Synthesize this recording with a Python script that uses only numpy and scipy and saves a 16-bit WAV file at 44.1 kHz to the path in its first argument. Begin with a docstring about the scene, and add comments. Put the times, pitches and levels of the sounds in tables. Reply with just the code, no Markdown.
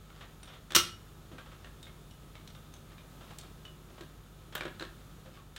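"""A laptop on a lectern gives one hard double clack: two plastic rattles that set the case ringing.
Faint finger taps and button clicks come and go; keys clatter briefly near the end. Each is a decaying
noise burst shaped by the shell's resonances. Sleeves rustle. The lecture hall adds two early echoes
and a short tail, over mains hum, ventilation and microphone hiss."""
import sys
import numpy as np
from scipy import signal
from scipy.fft import rfft, irfft
from scipy.io import wavfile
from scipy.ndimage import uniform_filter1d

SR = 44100
rng = np.random.default_rng(int(sys.argv[2]) if len(sys.argv) > 2 else 0)


def wrap_up_sound(samples):
    """Save the sound to the file named by the first command line argument, as 16-bit audio."""
    columns = np.atleast_2d(samples).T
    # keep every value between -1 and 1, then stretch to whole-number steps
    tamed = np.clip(columns, -1, 1)
    steps = np.round(tamed * 32767).astype(np.int16)
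    wavfile.write(sys.argv[1], SR, steps)


N = 246122
BLOW_N = 8192
BINS_HZ = np.fft.rfftfreq(BLOW_N, 1 / SR)

# blows of the clack: start_s, level_db, thud_db, tilt_db_per_oct, decay_s
CLACK_BLOWS = [(0.7494, 12.5, -13.5, -1.2, 0.021), (0.7626, 12, -5.5, -1.5, 0.0024)]
# clack spectrum: freq_hz, gain_db
CLACK_COLOUR = [(30, -20), (85, 4), (200, 1.5), (350, 6.5), (750, -10), (1300, 4.5), (1700, -4.5),
                (3200, 3.5), (4900, -0.5), (5800, 2.5), (7200, -2.5), (8300, -1), (10000, -6),
                (15500, -4.5)]
# case modes: pitch_hz, level_db, t60_s
CASE_MODES = [(98, -41, .5), (352, -27, .11), (1132, -34, .17), (1235, -31, .12), (1331, -29, .24),
              (1562, -34, .17), (1820, -39, .22), (2239, -40, .24), (2823, -28, .19), (2917, -28, .37),
              (2923, -23, .1), (3040, -29, .11), (3670, -24.5, .19), (3725, -37, .2), (4078, -24, .1),
              (4221, -36, .22), (4565, -47, .45), (5120, -34, .15), (5497, -30, .26), (5686, -22, .1),
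              (5949, -25, .1), (6348, -26, .11), (7380, -47, .24), (8072, -32, .17), (8880, -29, .07),
              (12200, -46, .2), (13690, -30, .07)]
# spectrum of a stroke on the shell: freq_hz, gain_db
SHELL_COLOUR = [(30, -14), (80, -9), (150, -2), (350, -1.5), (900, -4.5), (1600, -1.5), (2100, -2.5),
                (3700, 4), (4800, -4), (8500, -4.5), (12000, -15.5), (15500, -9)]
# soft finger taps: start_s, level_db, ring_hz, decay_s
FINGER_TAPS = [(0.1018, -27.5, 1380, 0.0019), (.207, -16, 1850, 0.011), (.472, -17, 3400, 0.017),
               (0.5269, -19.5, 2000, 0.018), (1.313, -22, 261, 0.015), (1.381, -16.5, 1560, 0.0059),
               (1.457, -23, 850, 0.01), (1.515, -23, 1340, .008), (1.6445, -20, 1790, 0.0021),
               (1.867, -22.5, 2150, 0.0042), (2.353, -21.5, 2220, 0.0025), (2.547, -23, 3580, 0.0056),
               (2.918, -29.5, 1180, 0.0014), (2.981, -25, 2400, 0.0025), (3.207, -21, 850, 0.0095),
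               (3.303, -20, 795, 0.0076), (3.433, -26, 750, 0.0046), (3.902, -29, 400, 0.005),
               (3.979, -22.5, 650, 0.0052), (4.523, -18.5, 3280, 0.0079), (5.258, -24.5, 524, 0.0061),
               (5.372, -26.5, 1140, 0.0024)]
# button clicks, with the bright snap of the key stroke at 4.552 s as the last row: start_s, level_db,
# tilt_db_per_oct, main_hz, main_db, second_hz
BUTTON_CLICKS = [(.4302, -21, -3.5, 9000, 19, 5750), (1.828, -24, 0, 3710, 15, 8600),
                 (2.1093, -30.5, 1, 2950, 13, 5600), (2.475, -22, -1.5, 5640, 11, 4120),
                 (2.738, -24, -2, 6360, 14, 9000), (3.385, -21, 4, 4350, 6, 7460),
                 (3.6515, -20.5, -4.5, 2930, 18, 5700), (4.5515, -10.5, -1.5, 13600, 19, 3350)]
# firm key strokes: start_s, level_db, thud_db, tilt_db_per_oct, ring_hz, ring_db, decay_s
KEY_STROKES = [(.7055, -13, -2, -4, 2460, 6, 0.0031), (.721, -11.5, -2, -1.5, 3520, 13.5, 0.00083),
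               (4.0078, -20, 10.5, -3, 4260, 8, 0.0032), (4.552, -7, -8.5, -7.5, 1390, 4, 0.0037),
               (4.608, -7.5, -4.5, -7, 2320, 15, 0.002), (4.6528, -11, 1.5, -7.5, 560, 11, 0.0032),
               (4.7963, -14.5, -16, -4.5, 4050, 14, 0.0018), (4.8067, -13, -3, -6.5, 357, 11, 0.0059),
               (4.824, -13, -1, -5.5, 4080, 17, 0.0019), (5.562, -14, -22, -1.8, 3400, 4, 0.0035)]
# hollow keyboard deck resonances: freq_hz, gain_db
DECK_MODES = [(350, 12), (580, 2), (1220, 0), (1520, 4.5), (1720, 8), (3450, -0.5)]
# hall reverberation: freq_hz, t60_s
HALL_DECAY = [(80, 0.88), (300, 0.33), (1300, 0.35), (3000, .35), (6000, 0.3), (12000, 0.31), (16000, 0.18)]
# mains hum and equipment whines: pitch_hz, rms_db, wander_hz
HUM_TONES = [(49.7, -57.5, 0.22), (103, -67, 1.04), (151.1, -60.5, 0.63), (1280, -73, 3.7),
             (1365, -86, 0.72), (3050, -101, 9.7), (3570, -79.5, 5.4), (6350, -86, 42), (6820, -80, 50),
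             (7418, -92, 21)]
# ventilation and microphone hiss spectrum: freq_hz, relative_db
AIR_COLOUR = [(20, -13), (40, 0), (65, -2), (92, 3), (125, 0), (180, -1.5), (280, -7.5), (370, -7),
              (480, -11.5), (950, -16.5), (1280, -14), (2100, -24), (3600, -21), (4800, -27), (9000, -28.5),
              (15500, -29.5)]


def clack(swell_s=0.0025):
    """Two hard blows in quick succession crack and set the case modes ringing."""
    out, t = np.zeros(N), np.arange(SR // 2) / SR
    for start_s, level_db, thud_db, tilt, decay_s in CLACK_BLOWS:
        colour_db = level_db + log_interp(CLACK_COLOUR, BINS_HZ) + contact_db(thud_db, tilt)
        add(out, start_s, blow(colour_db, decay_s))
    swell = 1 - np.exp(-t / swell_s)
    for hz, level_db, t60_s in CASE_MODES:
        start_s = CLACK_BLOWS[int(hz < 1400)][0]  # the second, heavier blow wakes the low modes
        add(out, start_s, amp(level_db - 60 * t / t60_s) * swell * np.sin(2 * np.pi * hz * t))
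    return out


def blow(colour_db, decay_s, rise_s=1e-4):
    """Dying rattle of plastic parts, flattened and coloured by a minimum-phase filter."""
    t = np.arange(BLOW_N) / SR
    envelope = np.exp(-t / decay_s) * (1 - np.exp(-t / rise_s))
    rattle = rfft(rng.standard_normal(BLOW_N) * envelope)
    magnitude = np.sqrt(uniform_filter1d(abs(rattle) ** 2, size=61))
    log_gain = np.log(amp(colour_db) / magnitude)
    mirrored = np.concatenate([log_gain, log_gain[-2:0:-1]])
    response = np.exp(np.conj(signal.hilbert(mirrored)))[:len(BINS_HZ)]
    return irfft(rattle * response)


def contact_db(thud_db, tilt_db_per_oct, desk_hz=550, knee_hz=1200):
    """A heavy contact shakes the desk; a hard one lifts the treble."""
    desk = 1 / (1 + (BINS_HZ / desk_hz) ** 4)
    octaves = np.log2(np.maximum(BINS_HZ / knee_hz, 1))
    return thud_db * desk + tilt_db_per_oct * (octaves - 1)


def resonance_db(hz, peak_db, base_width_hz=65, damping=0.015, lossy_hz=9000):
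    """One spectral peak; plastic damps high resonances most, so they are wide."""
    half_width_hz = base_width_hz + damping * hz * (1 + (hz / lossy_hz) ** 2) ** 2
    return peak_db / (1 + ((BINS_HZ - hz) / half_width_hz) ** 2)


def key_strokes():
    """Firm strokes excite the hollow deck and one resonance each."""
    deck_db = sum(resonance_db(hz, db, base_width_hz=16, damping=0.055) for hz, db in DECK_MODES)
    for start_s, level_db, thud_db, tilt, ring_hz, ring_db, decay_s in KEY_STROKES:
        colour_db = level_db + deck_db + contact_db(thud_db, tilt)
        yield start_s, colour_db, resonance_db(ring_hz, ring_db), decay_s


def finger_taps(mute_s=0.0074, overtone_ratio=1.59):
    """Dull taps: each spot rings with one overtone; lower spots shake the desk more."""
    for start_s, level_db, ring_hz, decay_s in FINGER_TAPS:
        thud_db = -1 - 4.5 * np.log2(ring_hz / 1200)
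        free = 1 / (1 + decay_s / mute_s)  # a lingering finger mutes the resonances
        colour_db = level_db + contact_db(thud_db, tilt_db_per_oct=-7) + resonance_db(ring_hz, free * 16)
        yield start_s, colour_db, resonance_db(ring_hz * overtone_ratio, free * 11.5), decay_s


def button_clicks(thud_db=-2, second_db=9, decay_s=0.0027):
    """Short, sharp contacts with two resonances each."""
    for start_s, level_db, tilt, main_hz, main_db, second_hz in BUTTON_CLICKS:
        ring_db = resonance_db(main_hz, main_db, base_width_hz=35, damping=0.016)
        colour_db = level_db + contact_db(thud_db, tilt) + ring_db
        yield start_s, colour_db, resonance_db(second_hz, second_db), decay_s


def shell_strokes(rise_ratio=0.62, ripple_db=2.0, spread=0.6):
    """The shell radiates taps, clicks and keys: directional modes to the microphone, less all round."""
    ahead, around = np.zeros(N), np.zeros(N)
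    shell_db = log_interp(SHELL_COLOUR, BINS_HZ)
    for start_s, colour_db, ring_db, decay_s in [*finger_taps(), *button_clicks(), *key_strokes()]:
        # each spot wakes a different mix of crowded high modes
        modes = uniform_filter1d(rng.standard_normal(len(BINS_HZ)), size=50)
        modes = unit_rms(uniform_filter1d(modes, size=40))
        beam_db = ring_db + ripple_db * modes * np.minimum(BINS_HZ / 5000, 1)
        rise_s = rise_ratio * decay_s
        add(ahead, start_s, blow(shell_db + colour_db + beam_db, decay_s, rise_s))
        add(around, start_s, blow(shell_db + colour_db + spread * beam_db, decay_s, rise_s))
    return ahead, around


def sleeves(level_db=-73, grains_per_s=500, clump_db=5, band_hz=(500, 3800), motion_s=0.074, rest=0.77):
    """Sleeves brush the desk in clumps of tiny grains, a little louder around each finger tap."""
    grains = rng.standard_normal(N) * (rng.random(N) < grains_per_s / SR)
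    grains *= amp(clump_db * drift(rate_hz=12.3))
    band = signal.butter(2, band_hz, "band", fs=SR)
    rustle = unit_rms(signal.lfilter(*band, grains))
    t = np.arange(N) / SR
    near_tap = np.max([np.exp(-((t - tap[0]) / motion_s) ** 2) for tap in FINGER_TAPS], axis=0)
    return amp(level_db) * rustle * (rest + (1 - rest) * near_tap)


def hall(x, echo_db, tail_db, cutoff_hz, build_s, echo_s=0.0131):
    """A wall echo, its repeat and a diffuse tail; the walls absorb treble."""
    hz, t, spectra = signal.stft(rng.standard_normal(SR), SR, nperseg=256)
    decay = amp(-60 * t / log_interp(HALL_DECAY, hz)[:, None])
    tail = signal.istft(spectra * decay, SR, nperseg=256)[1]
    tail *= 1 - np.exp(-np.arange(len(tail)) / SR / build_s)
    response = amp(tail_db) * tail / np.linalg.norm(tail)
    add(response, echo_s, amp([echo_db]))
    add(response, 2 * echo_s, amp([echo_db + 0.5]))
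    walls = signal.butter(1, cutoff_hz, fs=SR)
    return signal.fftconvolve(x, signal.lfilter(*walls, response))[:N]


def hum():
    """Mains hum and thin equipment whines, each wavering in pitch."""
    out = np.zeros(N)
    for hz, rms_db, wander_hz in HUM_TONES:
        cycles = np.cumsum(hz + wander_hz * drift(rate_hz=2 + 2 * wander_hz)) / SR
        out += amp(rms_db) * np.sqrt(2) * np.sin(2 * np.pi * cycles)
    return out


def air(level_db=-55.0, swell_db=0.88):
    """Ventilation rumble with microphone hiss above it; the level drifts slightly."""
    colour = amp(log_interp(AIR_COLOUR, np.fft.rfftfreq(N, 1 / SR)))
    noise = irfft(rfft(rng.standard_normal(N)) * colour, N)
    return unit_rms(noise) * amp(level_db - swell_db * drift(rate_hz=1.4))


def drift(rate_hz):
    """Random wander of rms 1, low-passed at rate_hz."""
    hz = np.fft.rfftfreq(N, 1 / SR)
    return unit_rms(irfft(rfft(rng.standard_normal(N)) / (1 + (hz / rate_hz) ** 4), N))


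def amp(db):
    """Decibels to gain."""
    return 10 ** (np.asarray(db) / 20)


def unit_rms(x):
    """Scales to rms 1."""
    return x / np.sqrt(np.mean(x ** 2) + 1e-20)


def log_interp(table, hz):
    """Reads a table on a log-frequency axis."""
    table_hz, values = np.transpose(table)
    return np.interp(np.log(hz + 1), np.log(table_hz + 1), values)


def add(mix, start_s, sound):
    """Mixes a sound in at start_s."""
    part = mix[round(start_s * SR):][:len(sound)]
    part += sound[:len(part)]


def scene():
    """The laptop in the hall over the steady background; mono."""
    hit = clack()
    loud = hit + hall(hit, echo_db=-16.5, tail_db=-8.0, cutoff_hz=11100, build_s=0.006)
    ahead, around = shell_strokes()
    rustle = sleeves()
    soft_hall = hall(around + rustle, echo_db=-6.0, tail_db=-1.5, cutoff_hz=5960, build_s=0.0014)
    return (loud + ahead + rustle + soft_hall + air() + hum())[None]


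def record(dry):
    """Steep low-pass at 15.9 kHz."""
    lowpass = signal.firwin(511, 15900, window=("kaiser", 9), fs=SR)
    return signal.oaconvolve(dry, lowpass[None], "same")


dry = scene()
out = record(dry)
wrap_up_sound(out)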